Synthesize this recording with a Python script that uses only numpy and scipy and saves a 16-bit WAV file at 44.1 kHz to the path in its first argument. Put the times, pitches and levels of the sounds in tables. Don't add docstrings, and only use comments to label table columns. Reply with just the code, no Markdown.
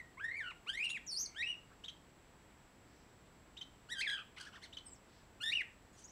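import sys
import numpy as np
from scipy import signal
from scipy.fft import rfft, irfft
from scipy.io import wavfile
from scipy.ndimage import uniform_filter1d

SR = 44100
rng = np.random.default_rng(int(sys.argv[2]) if len(sys.argv) > 2 else 0)


def digitize_waveform(pressure):
    field = np.atleast_2d(pressure).T
    bounded = np.clip(field, -1, 1)
    quanta = np.round(bounded * 32767).astype(np.int16)
    wavfile.write(sys.argv[1], SR, quanta)


N = 269451
TIME = np.arange(N) / SR

# time_s, pitch_hz, level_db, upper_overtones_db
SYLLABLES = [
    [(0, 2060, -41, -65), (.012, 1910, -58, -91), (.035, 1855, -63.5, -86), (.1, 1950, -73, -98)],
    [(0.172, 958, -62, -89), (0.184, 1078, -50, -75), (0.194, 1126, -54.5, -91), (0.206, 1522, -48, -83),
     (0.25, 1834, -40.5, -65), (0.304, 1920, -39, -76), (0.324, 2120, -43.5, -84),
     (0.344, 2100, -42.5, -90), (0.37, 2370, -46.5, -71), (0.394, 2200, -43, -71),
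     (0.408, 1820, -42.5, -72), (0.438, 1498, -48, -73), (0.502, 1387, -47.5, -73), (0.508, 1345, -47, -60),
     (0.522, 910, -53, -75)],
    [(0.662, 990, -56.5, -70), (0.68, 1380, -48.5, -63), (0.702, 1602, -37, -56), (0.724, 1617, -56, -67.5),
     (0.74, 1810, -49, -61), (0.79, 2165, -41, -65), (0.802, 2456, -35.5, -63), (0.814, 2422, -41.5, -69),
     (0.852, 2894, -36, -56), (0.88, 2682, -39.5, -66), (0.914, 2758, -43, -63), (0.932, 2796, -44, -71),
     (0.96, 2436, -41, -63), (0.966, 2205, -40.5, -68), (0.979, 1543, -53, -73)],
    [(1.348, 1360, -60.5, -79), (1.39, 1834, -44, -62.5), (1.418, 1926, -38.5, -61),
     (1.436, 2584, -39, -81), (1.46, 2630, -41, -63), (1.468, 2764, -37.5, -67), (1.5, 2930, -40.5, -66),
     (1.516, 2865, -38.5, -71), (1.526, 2815, -51, -80), (1.545, 2757, -45, -74)],
    [(3.888, 1332, -66, -73), (3.91, 1840, -46.5, -57), (3.928, 1940, -39, -48.5),
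     (3.956, 1600, -51.5, -72), (4.004, 1572, -41, -45), (4.016, 2140, -37.5, -55), (4.026, 2683, -43, -80),
     (4.046, 2180, -44, -76), (4.058, 2350, -40, -72), (4.07, 1817, -41.5, -78), (4.08, 1676, -40.5, -58),
     (4.1, 1619, -41.5, -58.5), (4.128, 1672, -40.5, -58.5), (4.168, 1550, -46.5, -68.5),
     (4.18, 1362, -50.5, -72), (4.202, 1458, -46.5, -67), (4.21, 1420, -52.5, -77), (4.228, 1193, -53, -78)],
    [(5.403, 1243, -55, -82), (5.411, 1450, -50, -64), (5.423, 1446, -45.5, -53), (5.437, 1750, -40, -54),
     (5.499, 1845, -38.5, -55.5), (5.519, 2185, -41, -58), (5.535, 2822, -33.5, -68),
     (5.555, 2927, -36, -68), (5.577, 2723, -34, -64.5), (5.599, 2396, -41.5, -82), (5.609, 2087, -37, -64),
     (5.623, 1580, -51.5, -76)],
]
# freq_hz, gain_db
THROAT = [(3000, 25), (4700, 5), (6200, -2), (7700, -1), (9300, -1), (10700, -19), (11800, -13.5),
          (13000, -14), (15500, -27)]
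# freq_hz, gain_db
AIR = [(600, -7), (1500, 9), (3500, 3), (6000, 7), (9300, -54), (10800, -7), (12000, -25), (15500, -31)]


def starling(waver=0.012, clear=0.0074, hoarse=0.058, scratch=0.055, throb=2.3, shimmer_db=2.5):
    # pure_above_hz (rising), reedy_below_hz (falling), reedy_octave_db, pure_octave_db,
    # gape_hz
    voicings = [(1500, 1700, 0, -30, 14000), (1390, 1490, 9, -24, 11000), (1990, 1800, 6, -29, 12000),
                (2065, 1700, 1, -26, 9500), (2480, 1930, -0.5, -21, 11500), (2330, 1700, 6, -27.5, 16000)]
    # centre_s, half_length_s, scatter_ratio
    rasps = [(0.429, 0.011, 0.031), (0.843, 0.0051, 0.025), (0.903, 0.0051, 0.07), (4.026, 0.027, 0.021),
             (4.111, 0.0019, 0.019), (5.512, 0.011, 0.023), (6.065, 0.08, 0.041)]
    slow = waver * wobble(rate_hz=194)
    fast = wobble(rate_hz=3100)
    shake = trills()
    rasp = sum(depth * bump(centre_s, half_s) for centre_s, half_s, depth in rasps)
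    scatter = slow + shake + (clear + rasp) * fast
    song = reedy(SYLLABLES, voicings, scatter, gain_db=-0.5, upper_gain_db=-0.5)
    song += doublings(scatter) + whistles(scatter)
    song *= (1 + throb * shake) * from_db(shimmer_db * wobble(rate_hz=84))
    gravel = slow + hoarse * fast
    mutter = reedy(*grunts(), gravel, gain_db=3.5) + twitter(gravel)
    mutter = beak(mutter + air(mutter, gain_db=-10), cutoff_hz=19000)
    chip = chips(slow + scratch * fast)
    chip = beak(chip + air(chip, gain_db=-17), cutoff_hz=12400)
    return song + mutter + chip + tick()


def syrinx(pitch_hz, scatter, gains):
    phase = 2 * np.pi * np.cumsum(pitch_hz * (1 + scatter)) / SR
    return np.sqrt(2) * sum(gain * (k * pitch_hz < SR / 2) * np.sin(k * phase)
                            for k, gain in enumerate(gains, 1))


def reedy(syllables, voicings, scatter, gain_db, upper_gain_db=0, harmonics=10, gape_order=7):
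    out = np.zeros(N)
    for rows, (*voicing, gape_hz) in zip(syllables, voicings):
        at, gate, (pitch_hz, effort_db, upper_db) = note(rows)
        first_db, octave_db = effort_db + register(pitch_hz, effort_db, *voicing)
        jump, catch_db = catches(TIME[at])
        upper_hz = np.arange(3, harmonics + 1)[:, None] * pitch_hz * jump
        upper = from_db(at_hz(THROAT, upper_hz)) / np.sqrt(1 + (upper_hz / gape_hz) ** (2 * gape_order))
        upper *= from_db(upper_db + upper_gain_db) / np.linalg.norm(upper, axis=0)
        gains = [from_db(first_db), from_db(octave_db), *upper]
        out[at] += gate * from_db(catch_db) * syrinx(pitch_hz * jump, scatter[at], gains)
    return from_db(gain_db) * out


def register(pitch_hz, effort_db, up_hz, down_hz, reedy_db, pure_db, width_hz=113, octave_per_db=0.24):
    # freq_hz, gain_db
    octave_lift = [(2000, -6), (2900, 4), (3300, 1.5), (3700, -2), (4400, -2)]
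    rising = np.arange(len(pitch_hz)) <= np.argmax(pitch_hz)
    break_hz = np.where(rising, up_hz, down_hz)
    pure = .5 + .5 * np.tanh((pitch_hz - break_hz) / (2 * width_hz))
    octave_db = (reedy_db + at_hz(octave_lift, 2 * pitch_hz)) * (1 - pure) + pure_db * pure
    octave_db += octave_per_db * (effort_db - effort_db.mean())
    first_db = -10 * np.log10(1 + from_db(octave_db) ** 2)
    return np.array([first_db, first_db + octave_db])


def trills():
    # start_s, end_s, rate_hz, swing_ratio
    spans = [(0.209, 0.31, 72.4, 0.016), (0.428, 0.523, 70.4, 0.038), (0.752, .84, 99.7, 0.02),
             (1.158, 1.248, 216, 0.046), (3.922, 3.953, 102, 0.011), (3.963, 3.998, 61, 0.03),
             (4.107, 4.161, 70.5, 0.04), (4.163, 4.225, 67.4, 0.14), (5.443, 5.52, 90, 0.015)]
    out = np.zeros(N)
    for start_s, end_s, rate_hz, swing in spans:
        swell = np.sqrt(np.clip(4 * (TIME - start_s) * (end_s - TIME) / (end_s - start_s) ** 2, 0, 1))
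        out += swing * swell * np.sin(2 * np.pi * rate_hz * (TIME - start_s))
    return out


def catches(time_s):
    # centre_s, half_length_s, jump_ratio, gain_db
    events = [(0.275, 0.0059, -.03, -18), (0.306, 0.0061, -.04, -8), (0.767, .005, -.02, -7),
              (0.779, 0.0042, 0.017, 2.5), (0.9, 0.0061, 0, -4), (1.457, 0.0042, -0.017, -11),
              (4.101, 0.00351, 0.237, 3.5), (5.422, 0.0048, -0.023, 1.5), (5.509, 0.0065, 0, -8.5)]
    centre_s, half_s, jump, gain_db = np.transpose(events)
    bumps = np.exp(-np.minimum(((time_s[:, None] - centre_s) / half_s) ** 2, 20))
    return 1 + bumps @ jump, bumps @ gain_db


def doublings(scatter):
    # centre_s, length_s, level_db
    skips = [(0.846, 0.0037, -53), (0.908, 0.032, -56.5)]
    # pitch_multiple, gain_db
    half_tones = [(1.5, -7), (2.5, 0), (3.5, -3)]
    out = np.zeros(N)
    times_s, pitches_hz = np.concatenate(SYLLABLES).T[:2]
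    pitch_hz = np.interp(TIME, times_s, pitches_hz)
    for centre_s, length_s, level_db in skips:
        at, gate, (swell_db,) = note(np.transpose(arch(centre_s, length_s, edge_db=-5)))
        for multiple, gain_db in half_tones:
            gain = from_db(level_db + swell_db + gain_db)
            out[at] += gate * syrinx(multiple * pitch_hz[at], scatter[at], [gain])
    return out


def whistles(scatter, gain_db=-1.5, octave_db=-8, third_db=-23, full_effort_db=-41):
    # time_s, pitch_hz, level_db
    curves = [
        [(1.061, 7782, -76), (1.067, 7098, -52.5), (1.077, 5900, -50), (1.105, 5240, -44.5), (1.115, 4510, -43),
         (1.139, 4470, -39.5), (1.149, 4274, -43), (1.167, 4700, -40), (1.199, 6000, -36.5),
         (1.227, 6357, -37.5), (1.245, 6182, -50), (1.255, 5420, -51), (1.263, 4390, -42), (1.268, 4400, -61)],
        [(4.852, 8040, -68), (4.872, 8500, -54.5), (4.89, 7820, -58), (4.912, 7420, -65), (4.935, 7870, -52),
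         (4.952, 5950, -75), (4.967, 5090, -67)],
    ]
    out = np.zeros(N)
    for rows in curves + slurs():
        at, gate, (pitch_hz, first_db) = note(rows)
        slack_db = np.minimum(first_db - full_effort_db, 0)
        second_db = first_db + octave_db + at_hz(THROAT, 2 * pitch_hz) + slack_db
        gains = from_db([first_db, second_db, second_db + third_db])
        out[at] += gate * syrinx(pitch_hz, scatter[at], gains)
    return from_db(gain_db) * out


def slurs():
    # centre_s, length_s, start_hz, end_hz, level_db
    glides = [(0.856, 0.018, 5200, 3380, -54), (0.9, .018, 2994, 4100, -49), (4.88, 0.03, 5370, 4840, -69),
              (6.028, 0.016, 4000, 4460, -76), (6.05, 0.022, 6110, 6950, -53.5),
              (6.097, 0.041, 5330, 7000, -60)]
    curves = []
    for centre_s, length_s, start_hz, end_hz, level_db in glides:
        times_s, swell_db = arch(centre_s, length_s, edge_db=-1.5)
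        curves.append(np.transpose([times_s, np.geomspace(start_hz, end_hz, 3), level_db + swell_db]))
    return curves


def chips(scatter, harmonics_db=(0, -18, -32, -35)):
    # offset_s, pitch_hz, level_db
    curves = [
        [(0, 2680, -60), (.006, 3167, -55.5), (.011, 3690, -55), (.015, 3670, -61.5), (.019, 3890, -66),
         (.026, 3670, -55.5)],
        [(.044, 3167, -46.5), (.049, 3116, -46.5), (.055, 3067, -55), (.059, 3590, -56), (.062, 4020, -52)],
    ]
    # start_s, first_gain_db, second_gain_db, pitch_factor
    pairs = [(1.838, 7.5, 3.5, 1.014), (3.568, 5, 2.5, 1.008), (4.726, 2.5, 2.5, 1.01)]
    out = np.zeros(N)
    for start_s, *gains_db, pitch_factor in pairs:
        for rows, gain_db in zip(curves, gains_db):
            at, gate, (pitch_hz, level_db) = note(rows, start_s, fade_s=.006)
            gains = [from_db(level_db + gain_db + db) for db in harmonics_db]
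            out[at] += gate * syrinx(pitch_hz * pitch_factor, scatter[at], gains)
    return out


def grunts(break_hz=3000, pure_db=-20, gape_hz=10350):
    # centre_s, length_s, middle_hz, end_bend_ratio, level_db, octave_rel_db, upper_rel_db
    mutter = [(4.375, 0.024, 984, 0.29, -56.5, 14, -6), (4.385, .016, 1507, -0.23, -55, 1, -6),
              (4.402, 0.0089, 1625, -0.047, -53, -5, -8), (4.413, 0.014, 1650, -0.18, -51.5, -6.5, -1.5),
              (4.43, .014, 1640, -.15, -58, -3, -4), (4.438, .016, 1496, -.2, -60, -2, -7),
              (4.454, .014, 1520, -.22, -59, -1, -4.5), (4.474, 0.042, 1772, -0.28, -55, -14, -16),
              (4.537, 0.037, 1610, -0.33, -62.5, -4, -21), (4.561, 0.051, 1880, -0.52, -57.5, -8, -22),
              (4.641, 0.048, 2206, -0.36, -55.5, 2, -12.5)]
    curves, voicings = [], []
    for centre_s, length_s, middle_hz, bend, level_db, octave_db, upper_db in mutter:
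        times_s, swell_db = arch(centre_s, length_s, edge_db=-10.5)
        pitch_hz = middle_hz * (1 + bend * np.array([1, 0, 1]))
        effort_db = level_db + swell_db
        curves.append(np.transpose([times_s, pitch_hz, effort_db, effort_db + upper_db]))
        voicings.append((break_hz, break_hz, octave_db, pure_db, gape_hz))
    return curves, voicings


def twitter(scatter, harmonics_db=(-30, -11, -7, 0, -5, -10)):
    # time_s, pitch_hz, level_db
    curve = [(5.93, 1650, -74), (5.95, 1800, -77), (5.975, 1420, -72), (5.987, 1500, -64.5),
             (5.998, 1740, -66), (6.012, 1450, -71), (6.022, 1580, -68), (6.036, 1400, -73)]
    out = np.zeros(N)
    at, gate, (pitch_hz, level_db) = note(curve)
    out[at] = gate * syrinx(pitch_hz, scatter[at], [from_db(level_db + db) for db in harmonics_db])
    return out


def air(voice, gain_db, window_samples=90):
    loudness = np.sqrt(np.abs(uniform_filter1d(voice ** 2, window_samples)))
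    return from_db(gain_db) * loudness * hiss(AIR)


def beak(x, cutoff_hz):
    return signal.sosfilt(signal.butter(4, cutoff_hz, fs=SR, output="sos"), x)


def tick(level_db=-49):
    return from_db(level_db) * bump(centre_s=1.209, half_s=0.00099) * hiss(AIR)


def living_room(x, build_up_s=0.0021, tail_samples=22050, bands=8):
    # delay_s, gain_db
    echoes = [(.0031, -85), (.0068, -12), (0.0103, -16.5), (0.0139, -17.5)]
    # freq_hz, t60_s, gain_db
    reverb = [(980, 0.41, -16.5), (2380, 0.3, -8.5), (5170, 0.26, -8), (8300, 0.29, -8.5),
              (14900, 0.22, -25)]
    time_s, tail = TIME[:tail_samples], np.zeros(tail_samples)
    onset = 1 - np.exp(-(time_s / build_up_s) ** 2)
    edges_hz = np.geomspace(700, 17000, bands + 1)
    for low_hz, high_hz in zip(edges_hz, edges_hz[1:]):
        centre_hz = np.sqrt(low_hz * high_hz)
        band = noise(lambda hz: (hz >= low_hz) & (hz < high_hz), tail_samples)
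        band *= onset * np.exp(-np.log(1000) * time_s / at_hz(reverb, centre_hz))
        gain = np.sqrt(2 * (high_hz - low_hz) / SR) * from_db(at_hz(reverb, centre_hz, column=2))
        tail += gain * band / np.linalg.norm(band)
    early = sum(from_db(db) * np.interp(TIME - delay_s, TIME, x, left=0) for delay_s, db in echoes)
    return early + signal.fftconvolve(x, tail)[:N]


def ring_and_rustles():
    # centre_s, half_length_s, centre_hz, width_hz, level_db
    swells = [(1.334, 0.096, 2190, 250, -68), (1.723, 0.024, 1390, 500, -66), (2.52, 0.18, 2190, 1200, -79),
              (2.973, .1, 5170, 1800, -78), (5.16, 0.078, 4130, 3000, -72)]
    out = np.zeros(N)
    for centre_s, half_s, centre_hz, width_hz, level_db in swells:
        band = noise(lambda hz: np.exp(-2 * ((hz - centre_hz) / width_hz) ** 2))
        out += from_db(level_db) * bump(centre_s, half_s) * band
    return out


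def hush(level_db=-63):
    # freq_hz, gain_db
    spectrum = [(15, -35), (25, -1), (64, 1.5), (274, -4), (614, -10), (703, -8.5), (782, -11), (919, -9.5),
                (1140, -12.5), (1950, -15), (6730, -28.5), (7700, -26), (8350, -31.5), (10900, -35),
                (15500, -36.5)]
    return from_db(level_db) * hiss(spectrum)


def whine(pitch_hz=7696, wander_hz=45, level_db=-78, octave_db=-18):
    phase = 2 * np.pi * np.cumsum(pitch_hz + wander_hz * wobble(rate_hz=102.6)) / SR
    return from_db(level_db) * np.sqrt(2) * (np.sin(phase) + from_db(octave_db) * np.sin(2 * phase))


def note(rows, start_s=0, fade_s=.003):
    times_s, *columns = np.transpose(rows)
    times_s = times_s + start_s
    at = np.flatnonzero((TIME > times_s[0] - fade_s / 2) & (TIME < times_s[-1] + fade_s / 2))
    inside_s = np.minimum(TIME[at] - times_s[0], times_s[-1] - TIME[at])
    gate = np.sin(np.clip(inside_s / fade_s + .5, 0, 1) * np.pi / 2) ** 2
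    return at, gate, [np.interp(TIME[at], times_s, column) for column in columns]


def arch(centre_s, length_s, edge_db):
    return centre_s + length_s * np.array([-.5, 0, .5]), edge_db * np.array([1, 0, 1])


def bump(centre_s, half_s):
    return np.exp(-((TIME - centre_s) / half_s) ** 2)


def noise(gain_at, samples=N):
    gains = gain_at(np.fft.rfftfreq(samples, 1 / SR))
    shaped = irfft(rfft(rng.standard_normal(samples)) * gains, samples)
    return shaped / np.sqrt(np.mean(shaped ** 2) + 1e-20)


def hiss(spectrum):
    return noise(lambda hz: from_db(at_hz(spectrum, hz)))


def wobble(rate_hz):
    return noise(lambda hz: 1 / (1 + (hz / rate_hz) ** 2))


def at_hz(table, hz, column=1):
    table = np.array(table)
    return np.interp(np.log(np.maximum(hz, 1)), np.log(table[:, 0]), table[:, column])


def from_db(db):
    return 10 ** (np.asarray(db) / 20)


def scene():
    bird = starling()
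    return (bird + living_room(bird) + ring_and_rustles() + hush() + whine())[None]


def record(dry, cutoff_hz=15700):
    return signal.sosfilt(signal.ellip(10, .1, 70, cutoff_hz, fs=SR, output="sos"), dry)


dry = scene()
out = record(dry)
digitize_waveform(out)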